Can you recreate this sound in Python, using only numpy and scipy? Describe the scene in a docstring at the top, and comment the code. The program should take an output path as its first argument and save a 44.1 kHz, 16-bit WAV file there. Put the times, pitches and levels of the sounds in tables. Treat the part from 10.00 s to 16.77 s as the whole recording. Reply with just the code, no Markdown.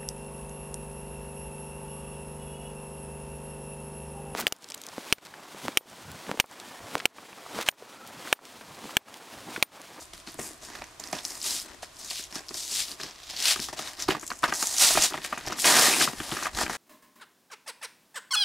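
"""A quiet room, a stereo microphone close by: hands pry a stiff plastic blister pack off its card.
Fibres and glue tear in a dense rustle of random clicks that ring short resonances and the shell's hum.
Dents pop as runs of blows on ringing modes, creases snap as short noise bursts, and hand shifts thump low.
The room answers through feedback delays; a faint hiss of room and microphone stays below."""
import sys
import numpy as np
from scipy import signal
from scipy.fft import rfft, irfft, next_fast_len
from scipy.io import wavfile

SR = 44100
rng = np.random.default_rng(int(sys.argv[2]) if len(sys.argv) > 2 else 0)


def generate_wav(signal):
    """Clip the signal to [-1, 1] and save it as 16-bit WAV at the path in sys.argv[1]."""
    frames = np.transpose(np.atleast_2d(signal))
    scaled = np.clip(frames, -1, 1) * 32767
    pcm = np.round(scaled).astype(np.int16)
    wavfile.write(sys.argv[1], SR, pcm)


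N = 298557
STEPS = np.arange(0, N + 64, 64)   # sample positions at which the slow levels are worked out

# steady noise of room and microphone, its colour: hz, relative_db
HISS_COLOUR = [(12, -34), (20, -21), (122, -19), (181, -15), (334, 9.5), (493, 1), (651, 10.5), (885, 3),
               (1020, 9.5), (1380, 4.5), (2350, 2), (2700, 1.5), (6050, -1.5), (9990, -5.5), (15600, -16)]
# each pull on the backing: start_s, rise_s, hold_s, fall_s, crackle_db, crackle_centre_hz,
# spread_below_octaves, spread_above_octaves, card_body_db, card_rumble_db, left_right_db
PULLS = [(0, 0.0033, 0.025, 0.066, -44.5, 6200, 0.65, 0.58, -70, -62, 1.5),
         (0.128, 0.0043, 0.064, 0.091, -52, 4670, 1.2, 0.91, -68, -62, 0),
         (0.264, 0.0044, 0.026, 0.13, -45.5, 4500, 0.6, 0.7, -53, -61, -0.5),
         (0.357, 0.041, 0.07, 0.14, -39.5, 7300, 0.7, 0.44, -48.5, -46, 1),
         (0.588, .05, 0.029, .1, -44, 6250, .9, 0.44, -54.5, -53, 1.2),
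         (0.622, .1, 0.047, 0.2, -46.5, 4770, 0.36, 0.56, -46, -50, -2),
         (0.813, 0.056, 0.052, .1, -55.5, 5500, 0.48, 0.5, -57, -59, -1),
         (.995, .004, 0.11, 0.042, -48, 5900, 0.67, .52, -49.5, -52, -2),
         (1.122, 0.0048, 0.066, 0.061, -41.5, 5100, .73, .6, -43.5, -51, -2.1),
         (1.199, 0.051, 0.11, 0.13, -40.5, 5640, 0.43, 0.66, -49.5, -56, .6),
         (1.371, 0.075, 0.12, .13, -31, 5660, 0.9, 0.68, -48.5, -52, 1.2),
         (1.58, 0.076, 0.08, 0.099, -56.5, 5020, 0.68, 0.45, -50.5, -54, 7),
         (1.821, 0.0037, 0.007, 0.063, -40, 5100, 1.2, 0.68, -64, -51, .6),
         (1.918, .08, 0.081, 0.046, -43.5, 5840, 0.58, 0.5, -58, -59.5, 1.5),
         (2.056, 0.045, 0.1, 0.12, -35.5, 4800, 0.83, 0.7, -71, -74, 1),
         (2.296, 0.05, 0.011, 0.13, -40, 5400, 0.66, 0.58, -43.5, -52, 0),
         (2.448, 0.13, 0.11, .1, -35.5, 5700, 0.67, 0.55, -56.5, -58, 1.2),
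         (2.616, 0.1, 0.046, 0.076, -30.5, 5500, 0.88, 0.63, -54, -58, 1.5),
         (2.734, .06, .02, .08, -26, 5000, 0.91, 0.72, -47, -55, 3),
         (2.834, 0.051, 0.037, 0.12, -41, 4710, 0.76, 0.86, -52.5, -51.5, 0),
         (2.957, 0.051, 0.069, 0.13, -42.5, 4570, 0.7, .55, -48.5, -51, 0.5),
         (3.11, 0.28, .02, .1, -35, 4700, 0.93, 0.5, -48, -57, -1),
         (3.367, 0.092, 0.055, 0.063, -21, 4210, 0.94, 0.86, -37, -63, 2),
         (3.551, .08, .01, 0.07, -31.5, 5000, 0.73, 0.69, -51, -52, 2),
         (3.759, 0.011, 0.14, .1, -40.5, 4770, 0.81, 0.68, -44.5, -56, 1.6),
         (3.957, 0.044, 0.031, 0.064, -35.5, 5280, 0.65, 0.42, -44, -52, 0.5),
         (4.078, 0.0052, 0.026, 0.078, -31.5, 4040, 1.2, 0.74, -30, -37, -3),
         (4.18, 0.043, 0.13, 0.3, -47, 6800, 0.37, 0.33, -65, -60, 1),
         (4.422, 0.0024, 0.019, 0.041, -44, 4020, 0.53, .8, -48, -46, 2.1),
         (4.457, 0.026, 0.019, 0.047, -42, 4500, .8, .7, -37.5, -45, 2),
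         (4.5, .05, 0.203, 0.066, -31.5, 6260, 0.65, 0.49, -44.5, -55.5, -0.2),
         (4.736, 0.073, 0.082, 0.17, -17, 5780, 1.1, 0.65, -32, -53, -0.7),
         (4.967, 0.058, 0.018, 0.063, -18, 5800, 1.17, 0.53, -30, -42, 1),
         (5.116, 0.013, .3, 0.13, -46, 4600, 1.2, 0.74, -50, -57, .6),
         (5.202, 0.046, 0.013, 0.027, -37, 4260, 1.2, 0.97, -52, -59, 1.5),
         (5.393, 0.061, 0.11, 0.088, -45.5, 5100, 1.1, 0.49, -44, -46, 1.2),
         (5.552, 0.045, 0.052, .03, -29.5, 5770, 0.9, .78, -63, -53, 1.2),
         (5.622, 0.034, 0.18, 0.28, -19, 5200, 0.88, 0.76, -23.5, -35.5, 0.2),
         (5.795, 0.041, 0.2, 0.082, -27.5, 5600, 1.2, 0.81, -37, -37.5, 1.7),
         (5.974, 0.032, 0.019, 0.065, -19.5, 5290, 1.16, 0.68, -29, -33, 1.5),
         (6.115, 0.067, 0.084, 0.17, -40.5, 5000, 1.2, 0.87, -45.5, -56, 2),
         (6.256, 0.041, 0.176, 0.027, -39, 4800, 0.88, 0.81, -42.5, -54, 1.5),
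         (6.499, 0.082, 0.05, 0.072, -33.5, 5160, 0.6, 0.67, -37, -41, 1.3),
         (6.64, 0.066, .05, .1, -41.5, 5400, 0.77, 0.67, -40, -54, 1.5)]
# colour of the crackle: hz, relative_db
CRACKLE_COLOUR = [(1500, 0), (2300, -0.5), (2900, 0), (3700, 1.5), (4300, 0), (5200, 2.5), (6100, -1),
                  (7000, 4), (8500, 5.5), (10500, 12.5), (12000, 2), (13500, -12), (14500, -12),
                  (15500, -20)]
# colours of the rubbed card, body and rumble: hz, relative_db
BODY_COLOUR = [(250, -87), (450, -16), (750, 3.5), (1200, -1), (1500, -3.5), (1900, 7.5), (2300, -4.5),
               (3200, -2.5), (6000, -51)]
RUMBLE_COLOUR = [(60, -24), (130, -15), (230, -3.5), (350, 1.5), (500, -17.5), (900, -20.5)]
# hands shift on the pack: top_s, thump_db
THUMPS = [(.41, -50), (.64, -57), (.81, -52), (1.15, -52), (1.7, -61), (2.36, -62), (2.81, -50), (3.6, -48),
          (3.69, -51), (4.03, -55), (4.09, -41), (4.34, -62), (4.49, -52), (4.982, -38), (5.48, -39),
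          (5.66, -51), (5.92, -54), (6.03, -52), (6.2, -42), (6.331, -43), (6.56, -38), (6.64, -38.5),
          (6.73, -50.5)]
# the shell buckles: start_s, mode_drive_db, dent_pitch_hz, low_push_db, edge_click_drive_db, left_right_db
POPS = [(0.019, -39, 1060, -59, -48, 0.0), (0.134, -40.5, 1090, -50, -26, -0.5),
        (0.274, -31, 2260, -43.5, -39, 0.0), (0.344, -39, 896, -50, -40, -0.5),
        (0.39, -17, 480, -34, -30, 1.5), (0.628, -34, 807, -51, -40, -0.5),
        (0.752, -28, 1730, -49, -37, -4), (0.818, -22.5, 660, -47, -45, 0),
        (0.997, -32, 690, -57, -25.5, -3.0), (1.037, -35, 1370, -55, -30, -2.0),
        (1.129, -17, 686, -30, -25, -1.0), (1.448, -31, 2400, -61, -30, 2),
        (1.829, -26.5, 657, -59, -35, 0.0), (2.112, -26.5, 2780, -67, -23, 2),
        (2.194, -32, 2350, -46, -40, -0.5), (2.326, -34, 2320, -49, -37, -1.0),
        (2.358, -28, 1020, -40.5, -19, -0.5), (2.404, -33, 692, -49, -41, -0.5),
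        (2.508, -29, 662, -43, -29, -0.5), (2.545, -32, 694, -47, -36, -2),
        (2.719, -35, 2360, -46, -27, -1), (2.999, -28.5, 1750, -45, -35, 0),
        (3.033, -27, 1750, -40, -20, 0.5), (3.334, -31.5, 685, -49, -36, 0.5),
        (3.56, -22, 1420, -42, -17, -0.5), (3.594, -24, 2264, -41.5, -31, 1.0),
        (3.686, -24.5, 950, -49, -22, -0.5), (3.729, -24.5, 643, -42, -20, -0.5),
        (3.792, -23.5, 888, -36, -15, 0.0), (3.986, -34, 972, -53, -35, 0.0),
        (4.087, -10.5, 950, -21.5, -29, -1.5), (4.105, -15.5, 1960, -34, -17, 4),
        (4.121, -21, 713, -41, -31, 8), (4.149, -17.5, 1190, -33, -38, -1.5),
        (4.229, -27, 1000, -49, -58, 9), (4.303, -21, 1020, -55, -31, 2),
        (4.315, -18.5, 1190, -40.5, -41, -2), (4.432, -13, 1220, -38, -21.5, 3),
        (4.439, -5.5, 1200, -36, -14.5, -2), (4.485, -30, 1160, -36, -35, -5),
        (4.523, -11.5, 1400, -36.5, -30, 2), (4.625, -16.5, 1210, -43, -24, 1),
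        (4.905, -13.5, 780, -47, -19, 2), (4.953, -15, 1270, -35, -23, 1), (4.973, -7.5, 775, -31, -7, 1.5),
        (5.109, -30, 1300, -48, -44, 5), (5.122, -22.5, 1250, -42, -41, 1.0),
        (5.141, -15, 764, -38, -35, 1), (5.177, -22.5, 726, -35.5, -41, 2),
        (5.247, -20.5, 1920, -56, -31, 2), (5.326, -13.5, 1150, -41, -37, 1.5),
        (5.375, -22.5, 1800, -41, -36, 0.5), (5.473, -24, 705, -38, -20, -2),
        (5.499, -22.5, 662, -35, -45, 0.5), (5.522, -18, 1190, -40, -21, 1.5),
        (5.585, -27, 1220, -47, -26, 3), (5.644, -10.5, 2610, -44, -9, 2),
        (5.676, -27, 1850, -36, -26, -11), (5.764, -16, 1220, -33, -18, 2),
        (6.011, -11, 1880, -28, -31, -1), (6.075, -15.5, 1170, -33, -38, 2),
        (6.133, -29, 1070, -39, -46, 7), (6.201, -21.5, 1806, -33.5, -30, -1),
        (6.32, -23, 1670, -29, -18, 0.5), (6.368, -18.5, 1710, -40, -32, 0),
        (6.388, -24, 1360, -54, -37, 0.5), (6.415, -30, 1750, -47, -37, 0.0),
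        (6.425, -23, 1160, -47, -26, -1), (6.456, -16, 1940, -45, -26, 1.5),
        (6.467, -14.5, 1110, -48, -26, 0), (6.585, -17, 1220, -40, -37, -1),
        (6.612, -15.5, 730, -38, -30, 0), (6.635, -19, 2040, -34, -35, 4),
        (6.664, -17.5, 1830, -39, -26, 2), (6.696, -20, 1150, -34.5, -24.5, 1.5)]
# modes of the plastic shell: hz, relative_db, t60_s
SHELL_MODES = [(613, 0.5, 0.033), (741, 6, 0.018), (990, 5.5, 0.015), (1215, 8.5, 0.017),
               (1402, 5.5, 0.016), (1620, 9.5, 0.0089), (1829, 5, 0.013), (2474, 9, 0.0054),
               (3060, 2, 0.026), (3900, 10, 0.0056), (476, -8, 0.036)]
# modes of the card as a whole: hz, relative_db, t60_s
CARD_MODES = [(92, -14, 0.02), (146, -8.5, 0.1), (248, -8, 0.068), (303, -3, 0.057), (384, -0.5, 0.056)]
# creases snap: start_s, body_peak_db, pitch_hz, left_right_db
TICKS = [(0.1345, -40, 2960, 4), (0.2738, -29, 4360, 3), (0.3197, -32, 10400, 1.0),
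         (0.3433, -26.5, 10200, 1.0), (0.3945, -22, 7430, 5), (0.4303, -25, 7200, 3),
         (0.6325, -36, 6780, 1.0), (0.7552, -31, 3940, -7), (0.8417, -29.5, 6160, -5.5),
         (0.9998, -22.5, 6930, -8), (1.0392, -23.5, 5030, -7), (1.074, -26, 5650, -5),
         (1.1288, -15.5, 5600, -4), (1.153, -24, 5570, -8), (1.189, -26, 3350, -9),
         (1.2424, -34, 5280, -0.5), (1.2511, -11.5, 5200, 3), (1.306, -22, 5070, 4),
         (1.3174, -29, 5500, 2.5), (1.3534, -26, 5200, 4), (1.4157, -21, 4900, 1), (1.4294, -18, 7630, 4),
         (1.443, -19, 5150, 2.5), (1.508, -15.5, 5100, 4), (1.5996, -20, 5160, 3.0), (1.8274, -37, 4020, 4),
         (1.9684, -32, 5100, 2.5), (2.0058, -31, 5580, 2.0), (2.0604, -26, 6580, 2.5),
         (2.1076, -18.5, 4560, 4), (2.2398, -22.5, 6560, 2.5), (2.3261, -26, 5370, 3),
         (2.356, -17.5, 5370, 5), (2.485, -25, 5230, 2.5), (2.4912, -21.5, 4730, 4), (2.5436, -17, 5360, 3),
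         (2.7132, -21, 4890, 2.0), (2.8834, -23.5, 4570, 4), (2.916, -22.5, 4500, 4),
         (3.0014, -30, 5440, 7), (3.0144, -23, 4210, 4), (3.034, -22, 5490, 5), (3.3084, -24, 5050, 10),
         (3.3654, -21, 4400, 3.0), (3.4023, -18, 5300, 5), (3.4253, -11, 5370, 5), (3.4557, -2, 4030, 4),
         (3.5604, -25, 4650, 1.0), (3.601, -15.5, 5260, 4), (3.687, -27, 5830, 0.5), (3.7907, -25, 3920, 9),
         (3.994, -27, 4760, 4), (4.0233, -13.5, 5930, 4), (4.0862, -15, 4300, -1.0),
         (4.1078, -12.5, 2930, -1.0), (4.15, -33, 3900, 4), (4.1966, -26, 6660, 2.5),
         (4.2125, -26, 6650, 2.0), (4.2373, -33, 6470, 2.5), (4.2662, -20, 7300, 2.0),
         (4.278, -17, 7000, 2.5), (4.3035, -20.5, 4480, 0), (4.3246, -26, 6000, 2.0),
         (4.3905, -25.5, 6860, 1.5), (4.4402, -13, 4000, 2), (4.4837, -23, 5150, -1),
         (4.4964, -24, 5190, 0.0), (4.5386, -13.5, 5930, 1.5), (4.5625, -21, 5720, -1),
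         (4.6272, -8.5, 6650, -3), (4.671, -6.5, 6820, 0), (4.767, -13, 6100, 1.5), (4.7836, -4, 6240, 1.5),
         (5.0235, -5, 5960, -6), (5.1357, -21, 3100, 2), (5.244, -30, 2950, 1.0), (5.38, -23, 6600, 1.0),
         (5.465, -21, 5560, 0.5), (5.4846, -20.5, 5660, -2), (5.5288, -21.5, 5650, 1.5),
         (5.6037, -25, 4380, -2), (5.6201, -12.5, 8240, 5), (5.6744, -15, 4640, 0.5),
         (6.0062, -25, 3300, 3), (6.2013, -25.5, 3130, 1.5), (6.316, -20.5, 3140, 1.5),
         (6.368, -23, 6020, -1), (6.4339, -17.5, 6140, 2.0), (6.549, -21, 4230, 2.5),
         (6.7013, -28, 5760, 2.0)]
# colour of the room's answer: hz, relative_db
ECHO_COLOUR = [(30, -9), (80, 7), (300, -9), (600, -1), (1200, -10.5), (2400, -8.5), (5000, 1),
               (12000, 1.5)]

HISS_DB, GRIP_DB = -52, -61   # steady levels: the hiss, the low noise of the grip
SWELL_DB = 25   # a pull or thump climbs this far during its rise and sinks this far during its fall
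THUMP_RISE_S, THUMP_FALL_S = 0.085, 0.062
# after a dent the card rustles on: crackle re edge click, body re mode drive, rumble re low push
WAKE_T60_S, WAKE_DB = 0.11, (-17.5, -16.5, -1)
CRUNCH_S = 0.0035   # mean delay of a dent's later blows
CRACK_DB = -16   # bright crack of a crease, re the peak of its body
TICK_SAMPLES = 900
ROOM_T60_S, WALL_CUT_HZ = 0.15, 9600
CUTOFF_HZ = 15650


def from_db(db):
    """Decibels to gain."""
    return 10 ** (np.asarray(db) / 20)


def rms_one(x):
    """Scale to unit rms."""
    return x / np.sqrt(np.mean(x ** 2) + 1e-20)


def at_hz(points, hz):
    """Read a colour in dB on a log-frequency axis."""
    points = np.array(points)
    return np.interp(np.log(hz), np.log(points[:, 0]), points[:, 1])


def filtered(x, order, cut_hz, kind):
    """Butterworth filter."""
    return signal.sosfilt(signal.butter(order, cut_hz, kind, fs=SR, output="sos"), x)


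def sides(left_right_db):
    """Level offsets in dB of left and right, half the difference each."""
    return left_right_db * np.array([[.5], [-.5]])


def per_sample(x):
    """From steps to samples."""
    return np.interp(np.arange(N), STEPS, x)


def drift(rate_hz):
    """Slow chance: noise at every 20th sample through a double one-pole low-pass, at unit rms."""
    r = np.exp(-40 * np.pi * rate_hz / SR)
    noise = rng.standard_normal(N // 20 + 2002)
    slow = signal.lfilter([1], [1, -2 * r, r * r], noise)[2000:]   # skip the run-in
    return np.interp(np.arange(N) / 20, np.arange(len(slow)), rms_one(slow))


def ring(x, hz, t60_s):
    """A two-pole resonance: a unit click sets a sine of height 1 ringing."""
    r = from_db(-60 / (t60_s * SR))
    w = 2 * np.pi * hz / SR
    return signal.lfilter([0, np.sin(w)], [1, -2 * r * np.cos(w), r * r], x + 1e-18)


def clicks(times_s, left_right_db, level_db):
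    """Stereo click train with one click for each event."""
    out = np.zeros((2, N))
    at = np.clip((times_s * SR).astype(int), 0, N - 1)
    np.add.at(out.T, at, from_db(level_db + sides(left_right_db)).T)
    return out


def breaks(per_s, uneven_db):
    """Fibres part: random clicks of uneven size and sign."""
    present = rng.random(N) < per_s / SR
    size = from_db(uneven_db * np.minimum(rng.exponential(1, N), 3))
    return present * size * rng.choice([-1, 1], N)


def swells(full_s, ease_s, rise_s, fall_s):
    """Power of each event at every step, re its top: a straight climb in dB, a hold, a straight fall."""
    t = STEPS / SR
    rise_s, fall_s = np.maximum(rise_s, .002), np.maximum(fall_s, .002)
    before = (full_s[:, None] - t) / np.c_[rise_s]
    after = (t - ease_s[:, None]) / np.c_[fall_s]
    away = np.maximum(0, np.maximum(before, after))
    return from_db(-2 * np.minimum(SWELL_DB * away, 150))


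def summed(power, level_db):
    """Events add in power; the result in dB."""
    return 10 * np.log10(from_db(2 * level_db) @ power + 1e-12)


def hiss(alike):
    """Steady room and microphone noise, partly shared by both sides."""
    hz = np.fft.rfftfreq(N, 1 / SR)
    colour = from_db(at_hz(HISS_COLOUR, hz + 1))
    mid, side = irfft(rfft(rng.standard_normal((2, N))) * colour, N)
    stereo = np.sqrt(1 + alike) * mid + np.sqrt(1 - alike) * side * [[1], [-1]]
    return from_db(HISS_DB) * rms_one(stereo)


def effort():
    """Pulls, dents and hand shifts set crackle, body, rumble and thump levels, crackle colour and side."""
    start, rise, hold, fall, crackle, centre, below, above, body, rumble, pan = np.transpose(PULLS)
    pulls = swells(start + rise, start + rise + hold, rise, fall)
    dent_s, drive, _, push, edge, _ = np.transpose(POPS)
    wakes = swells(dent_s, dent_s, 0, WAKE_T60_S * SWELL_DB / 60)
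    both = np.vstack([pulls, wakes])
    levels = [summed(both, np.r_[pull, dent + wake])
              for pull, dent, wake in zip((crackle, body, rumble), (edge, drive, push), WAKE_DB)]
    # colour and side follow whichever pull crackles most at the moment
    share = pulls * from_db(2 * crackle)[:, None] + 1e-30
    share = share / share.sum(0)
    thump_s, thump = np.transpose(THUMPS)
    thumps = swells(thump_s, thump_s, THUMP_RISE_S, THUMP_FALL_S)
    grip = np.ones(len(STEPS))
    thump_db = summed(np.vstack([thumps, grip]), np.r_[thump, GRIP_DB])
    return *levels, thump_db, *(np.array([centre, below, above, pan]) @ share)


def resonance_gains(hz, levels_db, centre_hz, below, above):
    """Crackle, body and rumble share one bank of resonances and add in power."""
    octaves = np.log2(hz / centre_hz)
    spread = np.clip(np.where(octaves < 0, below, above), .25, 3)
    crackle = at_hz(CRACKLE_COLOUR, hz) - 6 * (octaves / spread) ** 2
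    body = np.broadcast_to(at_hz(BODY_COLOUR, hz), octaves.shape)
    rumble = np.broadcast_to(at_hz(RUMBLE_COLOUR, hz), octaves.shape)
    shapes = from_db([crackle, body, rumble]) ** 2
    levels = from_db(levels_db)[:, None] ** 2
    return np.sqrt((levels * shapes / shapes.sum(1, keepdims=True)).sum(0))


def fibres(force, hz, gains, scatter_db, cycles):
    """Each break rings a bank of short resonances, with its own strength in each; returns middle and side."""
    strength = from_db(scatter_db * rng.standard_normal(N)) * rng.choice([-1, 1], N)
    middle, aside = np.zeros(N), np.zeros(N)
    for k, pitch_hz in enumerate(hz):
        tone = ring(force * np.roll(strength, 1009 * k), pitch_hz, cycles / pitch_hz)
        tone = rms_one(np.diff(tone, prepend=0))
        tone = per_sample(gains[k]) * from_db(0.91 * drift(14.6)) * tone   # the colour keeps shifting
        middle += tone
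        aside += from_db(-29.0) * rng.standard_normal() * tone   # each resonance sits at its own place
    return middle, aside


def shell_hum(force, body_db):
    """The rubbing keeps the shell's first eight modes humming, each coming and going."""
    out = np.zeros(N)
    for hz, db, t60_s in SHELL_MODES[:8]:
        level_db = per_sample(body_db) + db - 23.0 + 5.14 * drift(8.5)
        out += from_db(level_db) * rms_one(ring(force, hz, 2.02 * t60_s))
    return out


def hand_thumps(rustle, thump_db):
    """Hands shift on the pack: the lowest band of the rustle, swelled with each shift over a steady grip."""
    return from_db(per_sample(thump_db)) * rms_one(filtered(rustle, 2, [22, 110], "band"))


def tearing(snap_db, clump_db, scatter_db, cycles):
    """A dense rustle of breaking fibres with sparser snaps on top drives the card and the shell."""
    crackle_db, body_db, rumble_db, thump_db, centre_hz, below, above, pan_db = effort()
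    hz = np.geomspace(70, 15000, 40)
    gains = resonance_gains(hz[:, None], [crackle_db, body_db, rumble_db], centre_hz, below, above)
    rustle = rms_one(breaks(per_s=9000.0, uneven_db=2.5)) * from_db(clump_db * drift(150))
    # the harder the tear, the more its snaps drown in the rustle
    share_db = snap_db - 0.55 * (per_sample(crackle_db) + 44)
    snaps = from_db(share_db) * rms_one(breaks(per_s=300.0, uneven_db=3.5))
    ragged = from_db(1.27 * drift(26.5))   # the tear catches and slips
    force = ragged * (rustle + snaps) / np.sqrt(1 + from_db(2 * share_db))
    middle, aside = fibres(force, hz, gains, scatter_db, cycles)
    middle = filtered(middle + shell_hum(force, body_db), 3, 140, "high")
    middle += hand_thumps(rustle, thump_db)
    stereo = middle + filtered(aside, 2, 120, "high") * [[1], [-1]]
    return stereo * from_db(sides(per_sample(pan_db)))


def pops(reach_octaves, scatter_db, after_db, count):
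    """A dent snaps over in a first blow and a ragged, fading run; shell modes near its pitch ring most."""
    start_s, drive_db, dent_hz, push_db, edge_db, pan_db = np.transpose(POPS)
    modes = SHELL_MODES + CARD_MODES
    chance = rng.standard_normal((len(start_s), count, len(modes)))
    late = rng.exponential(1, (len(start_s), count))
    late[:, 0] = 0
    chance[:, 0] *= .3   # the first blow is the cleanest
    times_s = (start_s[:, None] + late * CRUNCH_S).ravel()
    fade_db = np.where(late > 0, after_db - 3.65 * late, 0)
    blow_pan_db = np.repeat(pan_db, count)
    out = np.zeros((2, N))
    for k, (hz, db, t60_s) in enumerate(modes):
        if k < len(SHELL_MODES):
            near_db = drive_db - 11.0 - 6 * (np.log2(hz / dent_hz) / reach_octaves) ** 2
        else:
            near_db = push_db   # the card is pushed whatever the pitch of the dent
        level_db = near_db[:, None] + db + fade_db + scatter_db * chance[:, :, k]
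        out += (-1) ** k * ring(clicks(times_s, blow_pan_db, level_db.ravel()), hz, t60_s)
    # the bare contact of the first blow: a click too short to have a pitch
    contact = ring(clicks(start_s, pan_db, edge_db + 2.0), 3140, 0.0013)
    out += np.diff(contact, prepend=0)
    return filtered(out, 2, 70, "high")


def ticks(t60_s, width, tail_t60_s, tail_db):
    """A crease snaps: a click and noise fading at two rates, through a resonance at its pitch and a bright band."""
    out = np.zeros((2, N + TICK_SAMPLES))
    t = np.arange(TICK_SAMPLES) / SR
    noise = rng.standard_normal((len(TICKS), TICK_SAMPLES))
    noise[:, 0] = 15.5   # the click that opens each snap
    bursts = noise * (from_db(-60 * t / t60_s) + from_db(tail_db - 60 * t / tail_t60_s))
    cracks = filtered(bursts, 3, [7500, 12000], "band")
    for (start_s, peak_db, hz, pan_db), burst, crack in zip(TICKS, bursts, cracks):
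        body = signal.lfilter(*signal.butter(1, [hz / width, hz * width], "band", fs=SR), burst)
        snap = body / np.abs(body).max() + from_db(CRACK_DB) * crack / np.abs(crack).max()
        at = int(start_s * SR)
        out[:, at:at + TICK_SAMPLES] += from_db(peak_db + sides(pan_db)) * snap
    return out[:, :N]


def room(x):
    """Six feedback delays a side, from the table top to the walls, duller on every round."""
    size = next_fast_len(N + SR)
    hz = np.fft.rfftfreq(size, 1 / SR)
    dull = 1 / (1 + 1j * hz / WALL_CUT_HZ)
    spectrum = rfft(x, size) * from_db(at_hz(ECHO_COLOUR, hz + 1))
    out = []
    for lags_s in rng.uniform(0.0014, .022, (2, 6)):
        answer = 0
        for k, lag_s in enumerate(lags_s):
            loop = from_db(-60 * lag_s / ROOM_T60_S) * dull * np.exp(-2j * np.pi * hz * lag_s)
            answer = answer + (-1) ** k * loop / (1 - loop)   # all rounds of the delay at once
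        out.append(irfft(spectrum * answer, size)[:N])
    return np.array(out)


def scene():
    """The pack close by, its echo in the room, and the hiss."""
    pack = tearing(snap_db=-2.0, clump_db=1.14, scatter_db=4.0, cycles=16.2)
    pack = pack + pops(reach_octaves=0.59, scatter_db=4.5, after_db=-9.0, count=5)
    pack = pack + ticks(t60_s=0.0066, width=1.09, tail_t60_s=0.034, tail_db=16.0)
    return pack + from_db(-17.5) * room(pack.mean(0)) + hiss(alike=0.56)


def record(dry):
    """The microphone dulls the very top, peaks are rounded, the top is cut steeply."""
    dulled = filtered(dry, 2, 15000, "low")
    rounded = .55 * np.tanh(dulled / .55)
    return signal.sosfilt(signal.ellip(12, 1, 65, CUTOFF_HZ, fs=SR, output="sos"), rounded)


dry = scene()
out = record(dry)
generate_wav(out)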